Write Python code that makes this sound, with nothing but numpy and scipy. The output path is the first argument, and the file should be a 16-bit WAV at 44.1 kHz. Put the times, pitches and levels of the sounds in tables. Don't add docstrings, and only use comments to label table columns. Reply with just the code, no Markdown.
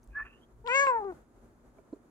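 import sys
import numpy as np
from scipy import signal
from scipy.fft import rfft, irfft, next_fast_len
from scipy.io import wavfile
from scipy.ndimage import uniform_filter1d, map_coordinates

SR = 44100
rng = np.random.default_rng(int(sys.argv[2]) if len(sys.argv) > 2 else 0)


def to_wav(sig):
    pcm = np.clip(np.atleast_2d(sig), -1, 1) * 32767
    pcm = np.round(pcm).astype(np.int16)
    wavfile.write(sys.argv[1], SR, pcm.T)


def undo_db(level):
    steps = np.asarray(level, float) / 20
    return 10 ** steps


N = 92830

# [t/s, pitch f/Hz, level/dB before a final 0.5 dB cut]
MEOW_MELODY = [(0.636, 457, -89.5), (0.644, 443.1, -49), (0.674, 503.4, -37.5), (0.686, 462.1, -30.5),
               (0.76, 550.4, -23), (0.83, 561.3, -23), (0.872, 540.7, -22.5), (0.898, 518.2, -22),
               (0.93, 479, -28), (0.976, 450.7, -27.5), (1.0, 430.3, -34.5), (1.038, 388.4, -37),
               (1.048, 410, -36), (1.11, 363.3, -36.5), (1.126, 322.3, -42.5), (1.15, 336, -68)]
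# [t/s, first resonance f/Hz, second resonance f/Hz, second over first level/dB,
# treble level/dB, left over right level/dB]
MOUTH_SHAPE = [(.64, 730, 1990, -34, -41.5, -2.5), (.672, 880, 2410, -21, -46, 11.5),
               (.69, 1037, 2400, -4, -33, 4.5), (.72, 1120, 2420, 3.5, -32, 5.5),
               (.76, 1160, 2376, 5, -22.5, 4.5), (.8, 1147, 2010, 6, -20, 7), (.83, 1180, 1794, 1, -25, 3),
               (.855, 1070, 1744, -5.5, -30, 10.5), (.87, 1130, 2450, -3, -46.5, 2),
               (.91, 1000, 2690, -20, -54.5, 7), (.94, 896, 2440, -28, -58.5, 2),
               (.975, 894, 1910, -17, -59.5, 8), (1.01, 718, 1320, -21.5, -63, 4),
               (1.06, 466, 1167, -5, -66.5, 6.5), (1.11, 400, 1280, 4, -60.5, 3),
               (1.15, 354, 1050, -8, -74, 5)]
FIRST_WIDTH_HZ, SECOND_WIDTH_HZ = 130, 486
MOUTH_TOP_HZ, MOUTH_TOP_STEEP = 2800, 8
# [t/s, level/dB]
PLAIN_FUNDAMENTAL = [(.64, -8), (.69, -16.5), (.8, -7.5), (.89, -15), (.97, -21.5), (1.02, -23),
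                     (1.15, -14.5)]
# [f/Hz, level/dB]
TREBLE_COLOUR = [(2800, -7.5), (3600, -9), (5500, -16.5), (6700, -3), (7800, -14.5), (8600, -37.5),
                 (11000, -43), (15000, -45.5)]
NASAL_HZ, NASAL_WIDTH_HZ, NASAL_DB = 7593, 620, -36
NASAL_DB_PER_HZ, NASAL_FULL_HZ = 0.4, 512.4
JITTER, SHIMMER_DB = 0.0037, 0.8
UNEVEN_DB, UNEVEN_RATE = 2.5, 25
# [t/s, depth level/dB, closing time t/s]
VOICE_CATCHES = [(0.869, -9, 0.012), (1.043, -2.5, 0.0032), (1.121, -13.5, 0.0056)]
# [t/s, nominal peak level/dB, f/Hz, t60 t/s]
WET_CLICKS = [(.664, -37.5, 2980, 0.0072), (.675, -27.5, 3360, 0.0035), (.8684, -19.5, 1360, 0.0077),
              (.8685, -28.5, 2550, 0.006), (1.044, -35, 905, .008), (1.124, -39.5, 814, 0.016)]
BREATH_DB = -34
# [t/s, level/dB]
MOUTH_HISS = [(.655, -83), (.68, -56), (.7, -62.5), (.75, -69.5), (.83, -73), (.855, -56.5), (.885, -56.5),
              (.91, -70), (.95, -103)]
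# [f/Hz, level/dB]
MOUTH_HISS_COLOUR = [(1000, -83), (2000, -17.5), (3000, 6.5), (6000, -4.5), (7600, 0.5), (9600, -17),
                     (11000, -6.5), (13000, -28.5), (15000, -10)]
HISS_UNALIKE = 0.75
# [f/Hz, level/dB]
PORT_BALANCE = [(300, 0), (550, 0), (1100, -2.5), (1650, 1), (2200, 4.5), (3000, 1), (5000, -2), (8000, -3)]
# [f/Hz, phase/rad]
PORT_LEAD = [(0, 0), (550, .8), (1100, 1.7), (1700, 1.9), (2200, 1.75), (2800, 2.2), (4000, 4), (6000, 8),
             (8300, 13), (16000, 25)]

# [t/s, pitch f/Hz, level/dB]
CHIRP_WHISTLE = [(.13, 1626, -65), (.146, 1622, -55.5), (.16, 1681, -35), (.172, 1739, -36.5),
                 (.182, 1730, -31.5), (.195, 1735, -41), (.21, 1727, -35.5), (.226, 1776, -39),
                 (.24, 1806, -63)]
CHIRP_WAVER, CHIRP_FLUTTER_DB = 0.0016, 1.3
# [t/s, nose level/dB, upper level/dB, upper resonance f/Hz]
CHIRP_PUFF = [(.105, -90, -80, 2460), (.135, -68, -68, 2490), (.17, -53, -69, 2450), (.2, -45, -61, 2485),
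              (.235, -61, -62, 2504), (.265, -55.5, -58.5, 2580), (.295, -64.5, -60.5, 2605),
              (.36, -77, -68, 2800), (.39, -75, -77, 2880), (.41, -87, -81, 3080), (.44, -95, -70, 3260),
              (.47, -91, -94, 3200)]
# [f/Hz, width before squaring f/Hz, level/dB]
NOSE_RESONANCES = [(1137, 38, 4.5), (1484, 880, -3), (1767, 30, 10)]
PUFF_UPPER_WIDTH_HZ = 210
# [t/s, nominal peak level/dB, f/Hz, t60 t/s]
LIP_SMACKS = [(.032, -60, 6200, 0.015), (.041, -57.5, 9940, 0.0044), (.046, -63.5, 8450, 0.0059),
              (.058, -72, 11600, .003), (.075, -54, 7600, 0.0021)]

# [t/s, peak level/dB, left over right level/dB, hardness level/dB per octave]
HEAD_BUMPS = [(1.783, -45.5, -6, 9.5), (1.927, -31.5, -3.5, 0), (1.958, -49.5, -5, 2.5),
              (1.998, -59, -7, -1)]
# [f/Hz, level/dB, t60 t/s]
CASE_MODES = [(298, 7, 0.024), (400, -4.5, 0.045), (497.5, -1, 0.024), (642, -10, 0.033), (1000, -21, 0.03),
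              (1390, -21.5, 0.018), (2300, -28, 0.014)]
BUMP_RISE_S = 0.0062
# [t/s, nominal peak level/dB, f/Hz, t60 t/s]
CASE_TICKS = [(1.93, -68.5, 4200, 0.034), (1.941, -69.5, 7400, .02)]

ROOM_DB = -21.5
# [f/Hz, t60 t/s]
ROOM_DECAY = [(1000, 0.3), (4000, 0.32), (12000, .2)]
# [f/Hz, density level/dB, relative]
AIR_COLOUR = [(47, -38), (80, -7.5), (190, -8.5), (241, -4), (275, -7), (358, -5), (500, -11),
              (1100, -17.5), (1400, -18.5), (2000, -28), (2840, -36), (5500, -39), (6700, -33), (8000, -39),
              (15500, -37)]
# [t/s, level/dB]
AIR_LEVEL = [(0, -65), (.3, -62.5), (.6, -66), (1.15, -58), (1.27, -67), (1.42, -61.5), (1.6, -64.5),
             (1.85, -62.5), (2.1, -64.5)]
# [f/Hz, correlation]
AIR_LIKENESS = [(60, 0.65), (180, 0.8), (550, 0.71), (1650, -0.038), (4970, 0.38), (15000, -1.3)]
AIR_LEFT_LAG = 3
# [f/Hz, level/dB before a 1.5 dB lift]
HUM_TONES = [(118, -78), (239, -70)]
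# [t/s, level/dB]
HAND_LEVEL = [(0.0, -67.5), (0.09, -54), (.24, -53.5), (.29, -65), (0.51, -68.5), (0.55, -56.5),
              (.63, -54.5), (.78, -70), (1.15, -59), (1.26, -68.5), (1.45, -62), (2.1, -73)]
# [f/Hz, level/dB]
HAND_SPECTRUM = [(15, -37.5), (28, -10.5), (45, 0.5), (62, -5), (85, -25), (112, -11), (140, -18),
                 (200, -62)]


def unit(x):
    return x / np.sqrt(np.mean(x ** 2) + 1e-20)


def along(points, hz):
    f, value = np.transpose(points)
    return np.interp(np.log(np.abs(hz) + 1), np.log(f + 1), value)


def curves(rows):
    s, *columns = np.transpose(rows)
    t = np.arange(N) / SR
    inside = 1. * (t > s[0]) * (t < s[-1])
    return [np.interp(t, s, c) for c in columns] + [uniform_filter1d(inside, size=200)]


def wobble(rate):
    knots = rng.standard_normal(int(N * rate / SR) + 4)
    return map_coordinates(knots, [np.arange(N) * rate / SR])


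def noise(*shape):
    return rng.standard_normal((*shape, N))


def filtered(x, response):
    m = next_fast_len(N + SR // 2)
    return irfft(rfft(x, m) * response(np.fft.rfftfreq(m, 1 / SR)), m)[..., :N]


def peak(f, hz, width_hz):
    return 1j * f * width_hz / (hz * hz - f * f + 1j * f * width_hz)


def placed(x, pan, lead):
    sides = np.array([[.5], [-.5]])
    return filtered(x, lambda f: undo_db(sides * pan(f)) * np.exp(1j * lead(f) * sides))


def pings(rows):
    out, t = np.zeros(N + SR), np.arange(1500) / SR
    for s, db, hz, t60 in rows:
        rough = filtered(noise(), lambda f: peak(f, hz, hz))[:len(t)]
        ring = np.sin(2 * np.pi * hz * t) + 0.45 * rough
        out[round(s * SR):][:len(t)] += undo_db(db - 60 * t / t60) * ring
    return out[:N]


def mouth_harmonics(k, pitch, on):
    first, second, second_db, treble_db = [c[on] for c in curves(MOUTH_SHAPE)[:4]]
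    f = k * pitch
    plain = undo_db(curves(PLAIN_FUNDAMENTAL)[0][on]) * 1j * (k == 1)
    shape = peak(f, first, FIRST_WIDTH_HZ) + plain
    shape = shape - undo_db(second_db) * peak(f, second, SECOND_WIDTH_HZ)
    shape = shape / (1 + (f / MOUTH_TOP_HZ) ** MOUTH_TOP_STEEP)
    shape = shape / (1 + (f / (1.552 * first)) ** 3)
    shape = shape + undo_db(treble_db + along(TREBLE_COLOUR, f)) * (f > 2600) * np.exp(-.35j * k * k)
    nasal_db = NASAL_DB + NASAL_DB_PER_HZ * np.minimum(pitch - NASAL_FULL_HZ, 0)
    shape = shape + undo_db(nasal_db) * peak(f, NASAL_HZ, NASAL_WIDTH_HZ) ** 3
    waver = np.array([wobble(UNEVEN_RATE)[on] for _ in k])
    shape = shape * undo_db(UNEVEN_DB * (k > 2) * waver)
    return shape / np.sqrt(np.sum(np.abs(shape) ** 2, axis=0) / 2)


def mouth_breath(phase):
    pulsed = noise(3) * (1 + .6 * np.cos(phase))
    low = unit(filtered(pulsed[0], lambda f: peak(f, 980, 1100) ** 2))
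    ports = pulsed[0] + HISS_UNALIKE * pulsed[1:]
    high = unit(filtered(ports, lambda f: undo_db(along(MOUTH_HISS_COLOUR, f))))
    hiss_db, blowing = curves(MOUTH_HISS)
    return undo_db(BREATH_DB) * low, blowing * undo_db(hiss_db + 2.49 * wobble(60)) * high


def meow():
    pitch, level_db, gate = curves(MEOW_MELODY)
    pan_db = curves(MOUTH_SHAPE)[4]
    t = np.arange(N) / SR
    for s, depth_db, closing_s in VOICE_CATCHES:
        level_db = level_db + depth_db * (t < s) * np.exp(np.minimum(t - s, 0) / closing_s)
    level_db = uniform_filter1d(level_db, size=30)

    on = slice(int(MEOW_MELODY[0][0] * SR) - 200, int(MEOW_MELODY[-1][0] * SR) + 200)
    phase = 2 * np.pi * np.cumsum(pitch * (1 + JITTER * wobble(300))) / SR
    k = np.arange(1, 29)[:, None]
    shape = mouth_harmonics(k, pitch[on], on)
    voice = np.zeros(N)
    voice[on] = np.sum(shape * np.exp(1j * k * phase[on]), axis=0).real

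    low_breath, hiss = mouth_breath(phase)
    voice = (voice + low_breath) * gate * undo_db(level_db + SHIMMER_DB * wobble(150))
    voice += filtered(pings(WET_CLICKS),
                      lambda f: 1 / (1 + (600 / (f + 1)) ** 4) / (1 + (f / 6500) ** 6))
    ports = placed(voice, lambda f: along(PORT_BALANCE, f),
                   lambda f: np.interp(f, *np.transpose(PORT_LEAD)))
    return ports * undo_db(np.outer([.5, -.5], pan_db) - 0.5) + hiss


def chirp_whistle():
    pitch, level_db, gate = curves(CHIRP_WHISTLE)
    phase = 2 * np.pi * np.cumsum(pitch * (1 + CHIRP_WAVER * wobble(230))) / SR
    whistle = np.sqrt(2) * gate * undo_db(level_db + CHIRP_FLUTTER_DB * wobble(186.3)) * np.sin(phase)
    return whistle * undo_db([[-.4], [.4]])


def chirp_puff():
    nose_db, upper_db, upper_hz, gate = curves(CHIRP_PUFF)

    def nose_response(f):
        rings = sum(undo_db(db) * peak(f, hz, width) ** 2 for hz, width, db in NOSE_RESONANCES)
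        return rings / (1 + (f / 2100) ** 6)

    nose = unit(filtered(noise(), nose_response))
    band = unit(filtered(noise(), lambda f: 1 / (1 + (2 * f / PUFF_UPPER_WIDTH_HZ) ** 2)))
    rising = np.sqrt(2) * band * np.sin(2 * np.pi * np.cumsum(upper_hz) / SR)
    puff = gate * undo_db(1.8 * wobble(50)) * (undo_db(nose_db) * nose + undo_db(upper_db) * rising)
    balance = [(1100, 8.5), (1700, -6.5), (2500, -4)]  # f/Hz, left over right level/dB
    return placed(puff, lambda f: along(balance, f), lambda f: f / 1600)


def lip_smacks():
    return pings(LIP_SMACKS)


def bumps():
    out, t = np.zeros((2, N + SR)), np.arange(SR // 10) / SR
    for s, db, pan_db, hard_db in HEAD_BUMPS:
        ring = np.zeros(len(t))
        for hz, mode_db, t60 in CASE_MODES:
            bright_db = hard_db * np.log2(hz / CASE_MODES[0][0])
            start_db = mode_db + bright_db + rng.normal(0, 3.0)
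            ring += undo_db(start_db - 60 * t / t60) * np.sin(2 * np.pi * hz * t)
        ring *= (1 - np.exp(-t / BUMP_RISE_S)) ** 2
        ring /= np.abs(ring).max()
        out[:, round(s * SR):][:, :len(t)] += undo_db(db + np.array([[.5], [-.5]]) * pan_db) * ring
    return out[:, :N] + pings(CASE_TICKS)


def room_echo(x):
    hz, t, z = signal.stft(rng.standard_normal((2, SR // 2)), SR, nperseg=256)
    z = z * undo_db(-60 * t / along(ROOM_DECAY, hz)[:, None])
    tail = signal.istft(z, SR, nperseg=256)[1]
    tail = tail / np.linalg.norm(tail[0])
    return signal.fftconvolve(np.pad(x, (200, 0))[None], tail, axes=1)[:, :N]


def room_air():
    def mid_side(f):
        turn = np.arccos(np.clip(along(AIR_LIKENESS, f), -1, 1)) / 2
        return undo_db(along(AIR_COLOUR, f)) * [np.cos(turn), np.sin(turn)]

    mid, side = filtered(noise(2), mid_side)
    ports = np.array([np.roll(mid + side, AIR_LEFT_LAG), mid - side])
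    return undo_db(curves(AIR_LEVEL)[0] + 1.2 * wobble(27)) * ports / mid.std()


def hum():
    out, t = np.zeros(N), np.arange(N) / SR
    for hz, db in HUM_TONES:
        out += undo_db(db + 1.5 + 1.3 * wobble(3.7)) * np.sin(2 * np.pi * hz * t + 0.22 * wobble(2.8))
    return out


def hand_rumble():
    shared, opposed = filtered(noise(2), lambda f: undo_db(along(HAND_SPECTRUM, f)))
    ports = shared * undo_db([[.9], [-.9]]) + 0.19 * opposed * [[1], [-1]]
    return undo_db(curves(HAND_LEVEL)[0]) * ports / shared.std()


def scene():
    cat = meow() + chirp_whistle() + chirp_puff() + lip_smacks()
    echo = undo_db(ROOM_DB) * room_echo(cat[0])
    return cat + echo + bumps() + room_air() + hum() + hand_rumble()


def low_pass(x):
    return signal.sosfilt(signal.butter(12, 15680, fs=SR, output="sos"), x)


def record(dry):
    return low_pass(dry)


dry = scene()
out = record(dry)
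to_wav(out)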